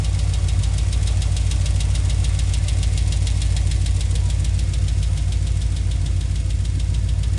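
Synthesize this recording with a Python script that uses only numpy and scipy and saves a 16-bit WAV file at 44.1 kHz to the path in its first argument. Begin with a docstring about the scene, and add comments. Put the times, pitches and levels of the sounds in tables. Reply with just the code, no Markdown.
"""A loud, steady tick over the loping throb of an idling eight-cylinder engine, heard from just below it.
Once a cycle a slack valve lifter clacks through the metal block, while the other valves patter softly.
Uneven exhaust pulses make the throb; the block rumbles, and belts, fan and pulleys rush and whine.
The microphone swings from the oil filter to a pipe and back, then pulls away after about four seconds.
Its input squashes the biggest bass beats."""
import sys
import numpy as np
from scipy import signal
from scipy.fft import rfft, irfft, next_fast_len
from scipy.io import wavfile
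from scipy.ndimage import map_coordinates

SR = 44100
rng = np.random.default_rng(int(sys.argv[2]) if len(sys.argv) > 2 else 0)


def master_out(mix):
    """Clip the mix to full scale and print it as 16-bit PCM to the path in sys.argv[1]."""
    frames = np.transpose(np.atleast_2d(mix))
    ceiling = np.clip(frames, -1, 1)
    pcm = np.round(ceiling * 32767).astype(np.int16)
    wavfile.write(sys.argv[1], SR, pcm)


N = 325458
TIME = np.arange(N) / SR


def amp(db):
    """Turn decibels into a number to multiply by."""
    return 10 ** (np.asarray(db) / 20)

def unit(x):
    """Scale a sound to an average (rms) level of 1."""
    return x / np.sqrt(np.mean(x ** 2) + 1e-20)

def along(points, hz):
    """Read a (frequency, value) table between its rows, on a log frequency scale."""
    freqs, values = np.transpose(points)
    return np.interp(np.log(hz + 1), np.log(freqs + 1), values)

def curves(rows, at):
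    """Read a table that starts with a time column: one curve for each other column."""
    times, *columns = np.transpose(rows)
    return [np.interp(at, times, column) for column in columns]

def wobble(rate):
    """A smooth random curve through `rate` random points a second."""
    return map_coordinates(rng.standard_normal(int(N * rate / SR) + 4), [TIME * rate])

def filtered(x, response):
    """Turn each frequency up or down by response(hz)."""
    size = next_fast_len(N + 8192)
    return irfft(rfft(x, size) * response(np.fft.rfftfreq(size, 1 / SR)), size)[:N]

def noise(colour, ripple_db):
    """Noise with a given colour; nearby walls add fine, steady peaks and dips to it."""
    ripple = lambda hz: map_coordinates(rng.standard_normal(SR // 55), [hz / 55])  # a point every 55 Hz
    return unit(filtered(rng.standard_normal(N), lambda hz: amp(along(colour, hz) + ripple_db * ripple(hz))))

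def drifting(count, size, alike):
    """Rows of noise; the closer `alike` is to 1, the more each row resembles the one before."""
    fresh = rng.standard_normal((count + 1, size))
    return signal.lfilter([np.sqrt(1 - alike ** 2)], [1, -alike], fresh[1:], axis=0, zi=alike * fresh[:1])[0]

# The idle speed wanders a little: (time [s], crankshaft speed [rpm])
IDLE_SPEED = [(0.0, 836.3), (0.57, 799.5), (0.75, 821.8), (3.08, 818.4), (3.5, 810.3), (4.6, 827.1),
              (4.78, 821.3), (6.14, 808.4), (7.38, 834.0)]
def camshaft():
    """Count engine cycles from the first loud tick: one for every two turns of the crankshaft."""
    rpm, = curves(IDLE_SPEED, TIME)
    turn = np.cumsum(rpm / 60 / 2) / SR
    return turn - turn[round(.044 * SR)]  # first tick at 0.044 s

def passes(turn, place):
    """The times at which the camshaft passes one place (0-1) in its cycle."""
    marks = np.arange(np.ceil(turn[0] - place), turn[-1] - place) + place
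    return np.interp(marks, turn, TIME)

# When the microphone pulls away: (start [s], end [s])
RETREAT = [4.14, 4.75]
def backed_off(at):
    """0 while the microphone is beside the oil filter, 1 once it has pulled away."""
    return np.interp(at, RETREAT, [0, 1])

# Where the microphone points: (time [s], swing towards the pipe [0-1])
AIM = [(2.55, 0.02), (3.2, 1), (3.9, 0.9), (4.5, 0.2)]
def swung(at):
    """0 when the microphone faces the oil filter, 1 when it faces the pipe."""
    return curves(AIM, at)[0]

def swell(at, length_s, hz, width_hz, db):
    """A band of noise that fades in and out around one moment."""
    band = unit(filtered(rng.standard_normal(N), lambda f: np.exp(-((f - hz) / width_hz) ** 2)))
    return amp(db) * band * np.exp(-((TIME - at) / length_s) ** 2)

def squeak(at, length_s, hz, db):
    """A brief, slightly wavering tone that fades in and out."""
    fade = np.exp(-((TIME - at) / length_s) ** 2)
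    return amp(db) * fade * np.sin(2 * np.pi * hz * TIME + 0.9 * wobble(46))

def passing_sounds():
    """A soft boom, two brief notes from the belt, a stray click and a squeak."""
    boom = swell(0.62, 0.077, hz=100, width_hz=12, db=-25.5)
    high_note = swell(2.4, 0.52, hz=2090, width_hz=100, db=-55)
    low_note = swell(4.13, .15, hz=473, width_hz=30, db=-48.5)
    click = swell(3.3025, .0006, hz=5500, width_hz=4000, db=-28)
    return boom + high_note + low_note + click + squeak(4.27, 0.059, hz=963, db=-45)

# Tones of the pulleys and housings: (pitch [Hz], width [Hz], level [dB])
PULLEY_TONES = [(461.5, 25, -62), (529.3, 28, -59), (702, 25, -59.5), (959, 16, -61.5), (1745, 35, -60.5)]
def whines():
    """Pulleys and housings give thin, wavering tones that swell and fade."""
    out = np.zeros(N)
    for hz, width, db in PULLEY_TONES:
        phase = 2 * np.pi * hz * TIME
        waver = wobble(width) * np.cos(phase) + wobble(width) * np.sin(phase)
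        out += amp(db + 1.3 * wobble(2.34)) * unit(waver)
    return out

# Colour of the belt noise, close up and from further back: (frequency [Hz], relative level [dB])
BELT_NEAR_COLOUR = [(250, -42), (380, -2.5), (560, 0), (660, -2.5), (790, -0.5), (900, -5.5), (1130, -4),
                    (1400, -9), (1650, -17), (2300, -36)]
BELT_FAR_COLOUR = [(250, -25), (380, -1.5), (560, 1), (760, -5), (890, -9.5), (1050, -10), (1150, -6.5),
                   (1400, -7), (1650, -10), (2300, -38)]
def belts(firing, far):
    """The running belts rush and pulse a little with each firing; distance changes their colour."""
    close = np.cos(np.pi / 2 * far) * noise(BELT_NEAR_COLOUR, ripple_db=2)
    distant = np.sin(np.pi / 2 * far) * noise(BELT_FAR_COLOUR, ripple_db=2)
    flutter_db = .5 * firing + 0.73 * wobble(30) + 0.31 * wobble(6.4)
    return amp(flutter_db) * (close + distant)

# Colour of the fan's hiss: (frequency [Hz], relative level [dB])
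FAN_COLOUR = [(880, -31), (1500, -2), (1740, -2), (1880, 2), (2450, 2.5), (3630, -0.5), (3920, 2.5),
              (4500, -1), (5260, 1), (6130, -0.5), (8720, -1), (9920, -3), (10400, -8.5), (11200, -34),
              (11700, -27), (15200, -57), (22000, -120)]
def fan():
    """The fan pushes air in a bright, nearly even hiss."""
    return amp(0.39 * wobble(40)) * noise(FAN_COLOUR, ripple_db=3.5)

# Colour of the block's rumble: (frequency [Hz], relative level [dB])
RUMBLE_COLOUR = [(18, -2), (30, -7), (55, 14), (100, 9.5), (150, 8.5), (175, -1), (203, 3.5), (232, -2.5),
                 (262, -2), (300, .5), (360, -6), (420, -17), (600, -53)]
def block_rumble(turn, firing):
    """Each firing shakes the engine block; one cylinder thuds harder than the rest."""
    thud = np.exp(14 * (np.cos(2 * np.pi * (turn - .84)) - 1))
    return amp(1.5 * firing + 3.5 * thud) * noise(RUMBLE_COLOUR, ripple_db=-1.5)

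# How the background's relative levels move: (time [s], rumble [dB], belts [dB], fan [dB])
BACKGROUND_LEVELS = [(0.12, -39.5, -43, -39), (2.84, -39.5, -43.5, -38.5), (6.57, -38, -48, -43),
                     (7.25, -38.5, -46, -43.5)]
def background(turn):
    """Mix rumble, belts, fan and whines; facing the pipe, reflections hollow out the belts and fan."""
    rumble_db, belt_db, fan_db = curves(BACKGROUND_LEVELS, TIME)
    firing = np.cos(2 * np.pi * (8 * turn - .9))  # eight beats a cycle
    rumble = amp(rumble_db + 5) * block_rumble(turn, firing)
    air = amp(belt_db - 1) * belts(firing, backed_off(TIME)) + amp(fan_db - 2) * fan()
    hollow_band = filtered(air, lambda hz: np.exp(-((hz - 1380) / 230) ** 2))
    air -= .5 * swung(TIME) * hollow_band
    whine = amp(0.59 * (belt_db - belt_db.mean())) * whines()  # partly follows the belts' level
    return rumble + air + whine

# Exhaust pulses, arriving through pipes of unequal length: (place in the cycle [0-1], strength [0-1])
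EXHAUST_PULSES = [(0.104, 0.65), (0.212, 0.56), (0.322, 0.91), (0.431, 0.44), (0.584, 0.24), (0.691, 0.45),
                  (0.851, 0.46), (0.922, 0.3)]
# The tones that make up the exhaust note: (pitch [multiples of the cycle rate], level [dB])
EXHAUST_TONES = [(5, -45.7), (8, -21.7), (9, -35.7), (10, -32.3), (11, -44.7), (12, -46.7), (13, -24.3),
                 (14, -28.3), (15, -37.3), (16, -38.4), (18, -42.0), (19, -48.9), (20, -53.4), (21, -36.2),
                 (22, -43.5), (23, -54.2), (24, -52.7), (30, -54.0), (39, -54.7)]
# The exhaust is louder when the microphone is nearer: (time [s], level change [dB])
EXHAUST_NEARNESS = [(0, 0.15), (2.5, 0.68), (4.3, 0.36), (5.2, -0.6), (6.3, -1.5), (7.38, 0.2)]
def exhaust(turn):
    """Eight uneven firings a cycle; the tones peak together on the heavy ones, so the idle lopes."""
    place, strength = np.transpose(EXHAUST_PULSES)
    unsteady_turn = turn + 0.0012 * wobble(17)
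    note = np.zeros(N)
    for multiple, db in EXHAUST_TONES:
        phase = np.angle(np.sum(strength * np.exp(-2j * np.pi * multiple * place)))
        note += np.sqrt(2) * amp(db) * np.cos(2 * np.pi * multiple * unsteady_turn + phase)
    near_db, = curves(EXHAUST_NEARNESS, TIME)
    return note * amp(near_db + 0.4 * wobble(23))

# How long a knock lasts in the block at damping 1: (frequency [Hz], time to fade by 60 dB [s])
KNOCK_FADE = [(1500, 0.12), (3600, .11), (5500, 0.076), (9000, 0.063)]
def block_knocks(count, colour_db, alike, damping):
    """The block answers each blow with a burst of noise, much like the last; the treble dies first."""
    hz, age, spectra = signal.stft(drifting(count, size=4096, alike=alike), SR, nperseg=128)
    colour = unit(amp(colour_db(hz)))
    fade = np.exp(-np.log(1000) * damping * age / along(KNOCK_FADE, hz)[:, None])
    return signal.istft(spectra * colour[..., None] * fade, SR, nperseg=128)[1]

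# Ringing of the metal: (pitch [Hz], relative level near [dB], and far [dB], time to fade by 60 dB [s])
METAL_RINGS = [(2790, -19, -24, .12), (3090, -17.5, -21, .12), (3335, -18.5, -23, .12),
               (3830, -16, -20, .11), (5110, -21, -25, .1), (5375, -24, -15.5, .09), (6900, -24, -23, .08),
               (8413, -22, -25, .08)]
def clacks(times, level_db, colour_db, rise_s, ring_db, alike, damping):
    """Strike the block at the given times: each blow is a knock plus the ring of the metal."""
    blows = block_knocks(len(times), colour_db, alike, damping)
    age = np.arange(blows.shape[1]) / SR
    far = backed_off(times)[:, None]
    stand_out_db = 1.5 + 4.5 * far  # the ring stands out more from further back
    for hz, near_db, far_db, fade_s in METAL_RINGS:
        db = near_db + far * (far_db - near_db) + 2 * drifting(len(times), size=1, alike=alike)
        ring = np.sin(2 * np.pi * (hz * age + rng.random())) * np.exp(-np.log(1000) * age / fade_s)
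        blows += amp(ring_db + stand_out_db + db) * ring
    blows *= (1 - np.exp(-age / rise_s)) * amp(level_db)[:, None]
    samples = np.round(times * SR).astype(int)[:, None] + np.arange(len(age))
    heard = (samples >= 0) & (samples < N)
    return np.bincount(samples[heard], blows[heard], N)  # add each blow in at its own time

# How loud all the valves are: (time [s], relative level [dB])
VALVE_NEARNESS = [(0, -33.5), (1.7, -29.4), (2.3, -31), (3.3, -29), (4, -30), (4.75, -34.5), (6, -36.5),
                  (7.38, -37)]
def valve_level(at):
    """The valves grow louder as the microphone comes closer, and softer as it pulls away."""
    return curves(VALVE_NEARNESS, at)[0]

# The quieter valves: (place in the cycle [0-1], relative level [dB], rise time [s])
VALVE_TAPS = [(.215, -11.5, .003), (.285, -7.5, 0.0033), (.33, -12, 0.00058), (.575, -10.5, 0.0022),
              (.678, -9.5, .0005), (.708, -7.5, 0.0012), (.905, -5.5, 0.0068)]
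# Colour of their taps: (frequency [Hz], relative level [dB])
TAP_COLOUR = [(500, -39), (1500, -6), (2500, -3.5), (3800, -1.5), (4600, -3.5), (7000, 1), (9500, 2.5),
              (10400, -7), (11000, -22), (11800, -26)]
def soft_valves(turn):
    """The other valves tap the block more softly and brightly, each at its own place in the cycle."""
    out = np.zeros(N)
    for place, db, rise_s in VALVE_TAPS:
        times = passes(turn, place)
        late, louder = rng.standard_normal((len(times), 2)).T
        level_db = valve_level(times) + db + 4.5 + 1.8 * louder
        out += clacks(times + .0005 * late, level_db, lambda hz: along(TAP_COLOUR, hz), rise_s,
                      ring_db=-8, alike=0.845, damping=1.16)
    return out

# Colour of the loud tick: (frequency [Hz], relative level [dB])
LIFTER_COLOUR = [(300, -41), (1500, -21), (1900, -9), (2400, -8), (3000, -1.5), (3850, 2), (4400, -5),
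                 (5200, -2), (6200, -4), (8500, -3), (9600, -3.5), (10400, -8), (11000, -25),
                 (11700, -23.5)]
# How that colour changes with the microphone's place: (frequency [Hz], level change [dB])
TINT_AT_FILTER = [(2000, 1), (2900, 0.5), (4200, 0), (7000, 2)]
TINT_AT_PIPE = [(2000, 4), (2900, -5), (3900, 0), (5200, -1), (7000, -0.5)]
TINT_FAR_BACK = [(2000, 4), (2900, 0.5), (4200, 0.5), (7000, .5)]
def loud_lifter(turn):
    """One slack valve lifter snaps shut once a cycle; its colour depends on where the microphone is."""
    times = passes(turn, 0)
    level_db = valve_level(times) + 6 + 0.5 * rng.standard_normal(len(times))
    pipe, far = swung(times)[:, None], backed_off(times)[:, None]

    def colour_db(hz):
        near_tint = (1 - pipe) * along(TINT_AT_FILTER, hz) + pipe * along(TINT_AT_PIPE, hz)
        return along(LIFTER_COLOUR, hz) + (1 - far) * near_tint + far * along(TINT_FAR_BACK, hz)

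    return clacks(times, level_db, colour_db, rise_s=0.0013, ring_db=-0.5, alike=0.862, damping=0.91)

def scene():
    """Add all the sounds into one channel; the camshaft keeps the engine's parts in step."""
    turn = camshaft()
    engine = exhaust(turn) + loud_lifter(turn) + soft_valves(turn) + background(turn)
    return (engine + passing_sounds())[None]

def record(dry):
    """The input rounds off the biggest beats, choking the hiss on them, and passes 10 Hz to 12.1 kHz."""
    ceiling, hardness = .285, 12
    squashed = dry[0] / (1 + np.abs(dry[0] / ceiling) ** hardness) ** (1 / hardness)
    return filtered(squashed, lambda hz: (hz > 10) & (hz < 12100))[None]


dry = scene()
out = record(dry)
master_out(out)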